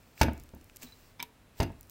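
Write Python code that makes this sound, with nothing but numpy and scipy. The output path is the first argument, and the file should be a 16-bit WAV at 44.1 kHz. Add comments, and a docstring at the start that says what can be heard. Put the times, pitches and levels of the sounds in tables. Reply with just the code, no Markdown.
"""A hand-lever coding machine stamps a plastic bag twice, close by on a workshop bench.
Its metal head clunks onto a plate, bounces and shakes the bench. Between the strokes the bag
is pulled along and crackles as its creases flip, the rising arm bumps its stop and squeaks
faintly, and the ribbon feed clicks over. The room adds a short echo and a faint hum."""
import sys
import numpy as np
from scipy import signal
from scipy.io import wavfile

SR = 44100
rng = np.random.default_rng(int(sys.argv[2]) if len(sys.argv) > 2 else 0)


def materialize(psi):
    """Save the field psi as 16-bit PCM at rate SR to the path in sys.argv[1].

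    A 1-D psi becomes a single channel; in a 2-D psi each row is a channel.
    """
    bounded = np.clip(np.atleast_2d(psi).T, -1, 1)
    quanta = np.round(bounded * 32767).astype(np.int16)
    wavfile.write(sys.argv[1], SR, quanta)


N = 83790
T = np.arange(N) / SR

# Steady workshop noise: band_hz, level_db
BACKGROUND = [(25, -72), (55, -73), (95, -71), (170, -72), (260, -74.5), (450, -73), (1000, -75.5),
              (2400, -74.5), (5000, -81.5), (10000, -78.5), (15000, -81.5)]
# Hum of mains power and a motor: pitch_hz, level_db
HUM = [(98, -68.5), (252, -71.5)]
# How hard the bag is being moved: time_s, level_db
BAG_MOVEMENT = [(0, -27.5), (.15, -25.5), (.205, -2.5), (.26, -28), (.40, -22.5), (.52, -29.5),
                (.79, -25.5), (.832, -3), (.865, -16.5), (.95, -21), (1.08, -21), (1.17, -31), (1.53, -37),
                (1.595, -8), (1.66, -32), (1.9, -26)]
# Hiss of sliding plastic: band_hz, level_db
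BAG_HISS = [(300, -62), (900, -59), (2300, -58.5), (3500, -59), (5200, -49), (9500, -63.5), (15000, -75)]
# Single creases snapping: start_s, level_db, brightness_hz
CREASE_SNAPS = [(.1775, 2, 2930), (0.2013, -5, 7000), (0.3335, -9, 15900), (0.3783, -9, 9700),
                (0.399, -8.5, 13000), (0.4044, -16, 7000), (0.437, -11, 13600), (.4590, -23, 9190),
                (0.491, -9.5, 7000), (.5497, -13.5, 15000), (0.6121, -13, 9050), (0.6433, -15, 13800),
                (0.6978, -4.5, 3970), (0.761, -3.5, 10240), (0.7649, -7, 10000), (0.7691, 1.5, 11300),
                (0.7997, -22, 12900), (0.817, -8, 7860), (0.8221, 2, 6500), (0.8288, 1, 5500),
                (0.832, 3.5, 9300), (1.7194, -17, 8900), (1.8099, -4.5, 16000), (1.8300, -11.5, 10010),
                (1.8718, -19, 12900), (1.8972, -5, 14300)]
# Brief ring of the plastic: band_hz, level_db, fade_s (always the time to fall by 60 dB)
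BAG_RING = [(1000, -57.5, 0.004), (2350, -44, 0.0096), (3820, -58, 0.003), (5940, -42, 0.0086),
            (9720, -46, 0.0033), (15450, -24, .0035)]
# Hits and bounces of the head: start_s, metal_db, brightness_hz, thump_db, plate_db
HEAD_HITS = [(0.2122, -7.5, 6000, -2.5, -1), (0.2135, -3, 8900, -10, -23), (0.2155, -0.5, 7900, -26, -13),
             (0.2305, -6, 9200, -11.5, -32), (0.2824, -10.5, 1760, -9.5, -18.5),
             (0.3072, -30, 495, -28, -48), (0.342, -26, 500, -25, -50), (0.3780, -37, 900, -49, -43),
             (0.536, -22.5, 610, -26.5, -44), (0.565, -30, 407, -34, -41), (1.6002, -28, 1540, -11, -13),
             (1.6022, -8, 6840, -5.5, -29), (1.61, -10.5, 2270, -14, -15.5), (1.6219, -19, 7500, -9.5, -20),
             (1.6294, -14.5, 9300, -18, -25), (1.7020, -24, 500, -27, -33)]
# Tones of the cast metal frame: pitch_hz, level_db, fade_s
FRAME_TONES = [(416.8, -36, 0.08), (542.9, -33.5, 0.19), (636.3, -48, 0.14), (674.6, -20, 0.033),
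               (910, -36, 0.16), (950, -37, 0.092), (1476, -34, 0.063), (2250, -68.5, 0.037),
               (2800, -39, 0.1), (4890, -39.5, 0.077), (6223, -30, 0.041)]
# The many small rings of head, bolts and arm: band_hz, level_db, fade_s
CLATTER = [(268, -32, 0.36), (490, -32.5, 0.049), (855, -33, 0.015), (1180, -33, 0.057), (2100, -28, 0.075),
           (3450, -32.5, 0.064), (5700, -25, 0.034), (8300, -32, 0.013), (12000, -38, 0.012),
           (14800, -2.5, 0.06)]
# Tones of the bench top and base plate: pitch_hz, level_db, fade_s
BENCH_TONES = [(49.4, -38, 0.302), (72.13, -24.5, 0.3), (93.26, -30.5, 0.37), (122.3, -27, 0.29),
               (152.2, -31, 0.22), (189.7, -34, 0.27), (241, -25, 0.14), (254, -25, 0.12), (296, -27, 0.31),
               (355, -32, 0.19)]
# The whole machine rocking on its feet: pitch_hz, level_db, fade_s
FEET_TONES = [(67, -18, 0.083), (110, -17, 0.051)]
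# Hollow tones of the stamping plate: pitch_hz, level_db, fade_s
PLATE_TONES = [(886, -16.5, 0.052), (973, -24, 0.063), (756, -19, 0.036), (1676, -25.5, 0.056)]
# The rising arm meeting its soft stop: start_s, level_db, brightness_hz
ARM_BUMPS = [(.8365, 1.5, 910), (.8485, 0, 700)]
# Low tones of the arm: pitch_hz, level_db, fade_s
ARM_TONES = [(160, -56.5, 0.08), (247.5, -47, 0.11)]
# Squeaks of the arm's pivot: start_s, length_s, level_db
SQUEAKS = [(0.864, 0.056, -55.5), (.921, 0.028, -49.5)]
# Clicks of the ribbon feed: start_s, ring_db, brightness_hz, crack_db, housing_db
FEED_CLICKS = [(1.1922, -19, 2500, -49, -20), (1.1959, -10, 3900, -39, -2), (1.201, 4, 2840, -21, -9),
               (1.2088, -18, 4000, -28, -1.5), (1.2266, -4, 10700, 0.5, 4)]
# Tones of the feed's small catch: pitch_hz, level_db, fade_s
CATCH_TONES = [(2110, -59, 0.036), (2292, -33.5, 0.037), (2435, -43, 0.04), (3500, -34.5, 0.02),
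               (3855, -47.5, 0.1), (5170, -28.5, 0.012), (6320, -36.5, 0.028), (8200, -33.5, 0.016),
               (10940, -46, 0.027), (11400, -37, 0.023), (13770, -49, .02)]
# Sharp crack of the catch: band_hz, level_db, fade_s
CATCH_CRACK = [(990, -61, .03), (3060, -56, 0.028), (6480, -36, 0.011), (9500, -61, 0.01),
               (13230, -30.5, 0.02), (16000, -43, 0.018)]
# Loose parts of the feed: band_hz, level_db, fade_s
FEED_RATTLE = [(1540, -59, 0.12), (2930, -41, 0.083), (5500, -53, 0.055), (9000, -57, 0.074),
               (12000, -49, 0.15)]
# Tones of the housing around the feed: pitch_hz, level_db, fade_s
HOUSING_TONES = [(179, -56, 0.081), (255, -53, 0.15), (440, -61.5, 0.35), (958, -39.5, 0.063),
                 (1420, -58, 0.057)]
# Echo of the workshop: band_hz, level_db, fade_s
ROOM_ECHO = [(61, -14.5, 0.96), (130, -25.5, .5), (258, -29, 0.76), (570, -10, 0.27), (955, -10.5, 0.27),
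             (2550, -12, 0.34), (6100, -21.5, 0.14), (15000, -14.5, 0.13)]

TOP_HZ = 15900  # upper limit of the sound, also the brightness of a hard tap
BAND_EDGES_HZ = 22 * 2 ** (np.arange(20) / 2)


def from_db(db):
    """Turn decibels into a number to multiply by."""
    return 10 ** (np.asarray(db) / 20)


def at_hz(table, hz):
    """Read a table's values at one frequency, blending between rows."""
    row_hz, *columns = np.transpose(table)
    return [np.interp(np.log(hz), np.log(row_hz), column) for column in columns]


def fade_out(fade_s, size=N):
    """A curve that falls by 60 dB every fade_s seconds."""
    return np.exp(-np.log(1000) * T[:size] / max(fade_s, 1e-3))


def noise_bands(size=N):
    """Give equally strong half-octave bands of noise, each with its middle frequency."""
    for low, high in zip(BAND_EDGES_HZ, BAND_EDGES_HZ[1:]):
        band_filter = signal.butter(2, [low, high], "band", fs=SR, output="sos")
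        band = signal.sosfilt(band_filter, rng.standard_normal(size + SR // 10))[-size:]
        yield np.sqrt(low * high), band / band.std()


def steady_noise(table):
    """Noise with its own level in each band."""
    return sum(from_db(at_hz(table, hz)[0]) * band for hz, band in noise_bands())


def noisy_ring(table, size=6000):
    """Many overlapping tones blur into noise; each band dies away at its own speed."""
    ring = np.zeros(N)
    for hz, band in noise_bands(size):
        db, fade_s = at_hz(table, hz)
        fade = fade_out(fade_s, size)
        bass_cut = min(1, hz / table[0][0]) ** 2
        even_energy = np.sqrt(np.sum(fade ** 2) / np.sum((band * fade) ** 2))
        ring[:size] += from_db(db) * bass_cut * band * fade * even_energy
    return ring


def clear_ring(tones, wave=np.sin):
    """A struck object rings with fading tones; np.cos suits a sudden push on a broad surface."""
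    return sum(from_db(db) * wave(2 * np.pi * hz * T) * fade_out(fade_s) * (-1) ** (k // 2)
               for k, (hz, db, fade_s) in enumerate(tones))


def taps(rows):
    """Short pushes from (start_s, level_db, brightness_hz); a softer tap has less treble."""
    force = np.zeros(N)
    for start_s, db, hz in rows:
        soften = signal.butter(2, min(hz, .45 * SR), fs=SR)
        pulse = signal.lfilter(*soften, signal.unit_impulse(SR // 20))
        start = min(int(start_s * SR), N - 1)
        force[start:start + len(pulse)] += from_db(db) * pulse[:N - start]
    return force


def excite(force, ring):
    """Every push in the force starts its own copy of the ring."""
    return signal.fftconvolve(force, ring)[:N]


def workshop_background():
    """Mains power and a motor hum faintly over steady noise."""
    hum = sum(from_db(db) * np.sin(2 * np.pi * (hz * T + rng.random())) for hz, db in HUM)
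    return hum + steady_noise(BACKGROUND)


def bag(crinkles_per_s=1300, crinkle_db=-16.5, spread_db=3):
    """Tiny crinkles and a sliding hiss grow as the bag is moved harder; single creases snap on top."""
    movement = from_db(np.interp(T, *np.transpose(BAG_MOVEMENT)))
    sizes = from_db(crinkle_db + spread_db * np.minimum(rng.exponential(1, N), 4))
    signs = rng.choice([-1, 1], N)
    crinkles = sizes * signs * movement * (rng.random(N) < crinkles_per_s / SR)
    snaps = sum(crease_snap(*row) for row in CREASE_SNAPS)
    return snaps + excite(crinkles, noisy_ring(BAG_RING)) + movement * steady_noise(BAG_HISS)


def crease_snap(start_s, db, brightness_hz):
    """One crease flips and rings the plastic; a higher snap stands for a smaller crease."""
    lowest_hz = np.clip(0.38 * brightness_hz, 100, .4 * SR)
    bass_cut = signal.butter(2, lowest_hz, "high", fs=SR)
    force = signal.lfilter(*bass_cut, taps([(start_s, db, brightness_hz)]) + 1e-18)
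    return excite(force, noisy_ring(BAG_RING))


def stamp(spread_db=3, thump_hz=556):
    """Each hit of the head rings the frame and small parts a little differently, and thumps the bench."""
    metal = 0
    for start_s, db, brightness_hz, _, _ in HEAD_HITS:
        tones = [(hz, level + spread_db * rng.normal(), fade_s) for hz, level, fade_s in FRAME_TONES]
        ring = clear_ring(tones) + noisy_ring(CLATTER)
        metal = metal + excite(taps([(start_s, db, brightness_hz)]), ring)
    push = taps([(start_s, db, thump_hz) for start_s, _, _, db, _ in HEAD_HITS])
    bench = clear_ring(BENCH_TONES, np.cos) + clear_ring(FEET_TONES, np.cos)
    return metal + excite(push, bench)


def plate_knock():
    """The head's stamping face knocks on the plate, which rings hollowly."""
    force = taps([(start_s, db, TOP_HZ) for start_s, _, _, _, db in HEAD_HITS])
    return excite(force, clear_ring(PLATE_TONES))


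def arm_bump():
    """The arm bumps dully at the top of its swing."""
    return excite(taps(ARM_BUMPS), clear_ring(ARM_TONES))


def pivot_squeak(pitch_hz=3960, width_hz=30, rise_s=0.0023):
    """Rubbing at the pivot makes the arm sing on one slightly wavering note."""
    narrow_filter = signal.iirpeak(pitch_hz, pitch_hz / width_hz, fs=SR)
    narrow_noise = signal.lfilter(*narrow_filter, rng.standard_normal(N))
    tone = np.cos(np.angle(signal.hilbert(narrow_noise)))  # keep the waver, even out the loudness
    loudness = 0
    for start_s, length_s, db in SQUEAKS:
        times_s = start_s + np.array([0, rise_s, length_s / 2, length_s])
        loudness = loudness + from_db(db) * np.interp(T, times_s, [0, 1, 0.4, 0.015])
    return tone * loudness


def ribbon_feed():
    """A small catch slips, knocks and snaps home, shaking loose parts and the housing."""
    catch = clear_ring(CATCH_TONES)
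    ring = sum(excite(taps([row[:3]]), catch + noisy_ring(FEED_RATTLE)) for row in FEED_CLICKS)
    cracks = taps([(start_s, db, TOP_HZ) for start_s, _, _, db, _ in FEED_CLICKS])
    knocks = taps([(start_s, db, TOP_HZ) for start_s, _, _, _, db in FEED_CLICKS])
    return ring + excite(cracks, noisy_ring(CATCH_CRACK)) + excite(knocks, clear_ring(HOUSING_TONES))


def room_echo(sound, delay_s=0.015):
    """Sound bounces around the workshop; the highest notes die away soonest."""
    fade_in = np.clip(T / delay_s - 1, 0, 1)  # silent until delay_s, then rising
    echo = 0
    for hz, band in noise_bands():
        db, fade_s = at_hz(ROOM_ECHO, hz)
        tail = band * fade_out(fade_s) * fade_in
        band_share = hz / np.sqrt(2) / SR  # wider bands hold more energy
        echo = echo + from_db(db) * tail * np.sqrt(band_share / np.sum(tail ** 2))
    return excite(sound, echo)


def scene():
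    """The machine and the bag with their echo, over the workshop's background."""
    # Each sound comes with the level_db it sends into the room.
    # The plate knock, feed clicks, squeak and arm bump sound drier, with less room echo.
    sources = [(stamp(), -2), (plate_knock(), -6),
               (ribbon_feed() + pivot_squeak() + arm_bump(), -10), (bag(), 0.5)]
    direct = sum(sound for sound, _ in sources)
    echo = room_echo(sum(from_db(db) * sound for sound, db in sources))
    return (direct + echo + workshop_background())[None]


def record(dry):
    """Cut the treble steeply above TOP_HZ."""
    return signal.sosfilt(signal.ellip(10, .2, 80, TOP_HZ, fs=SR, output="sos"), dry)


dry = scene()
out = record(dry)
materialize(out)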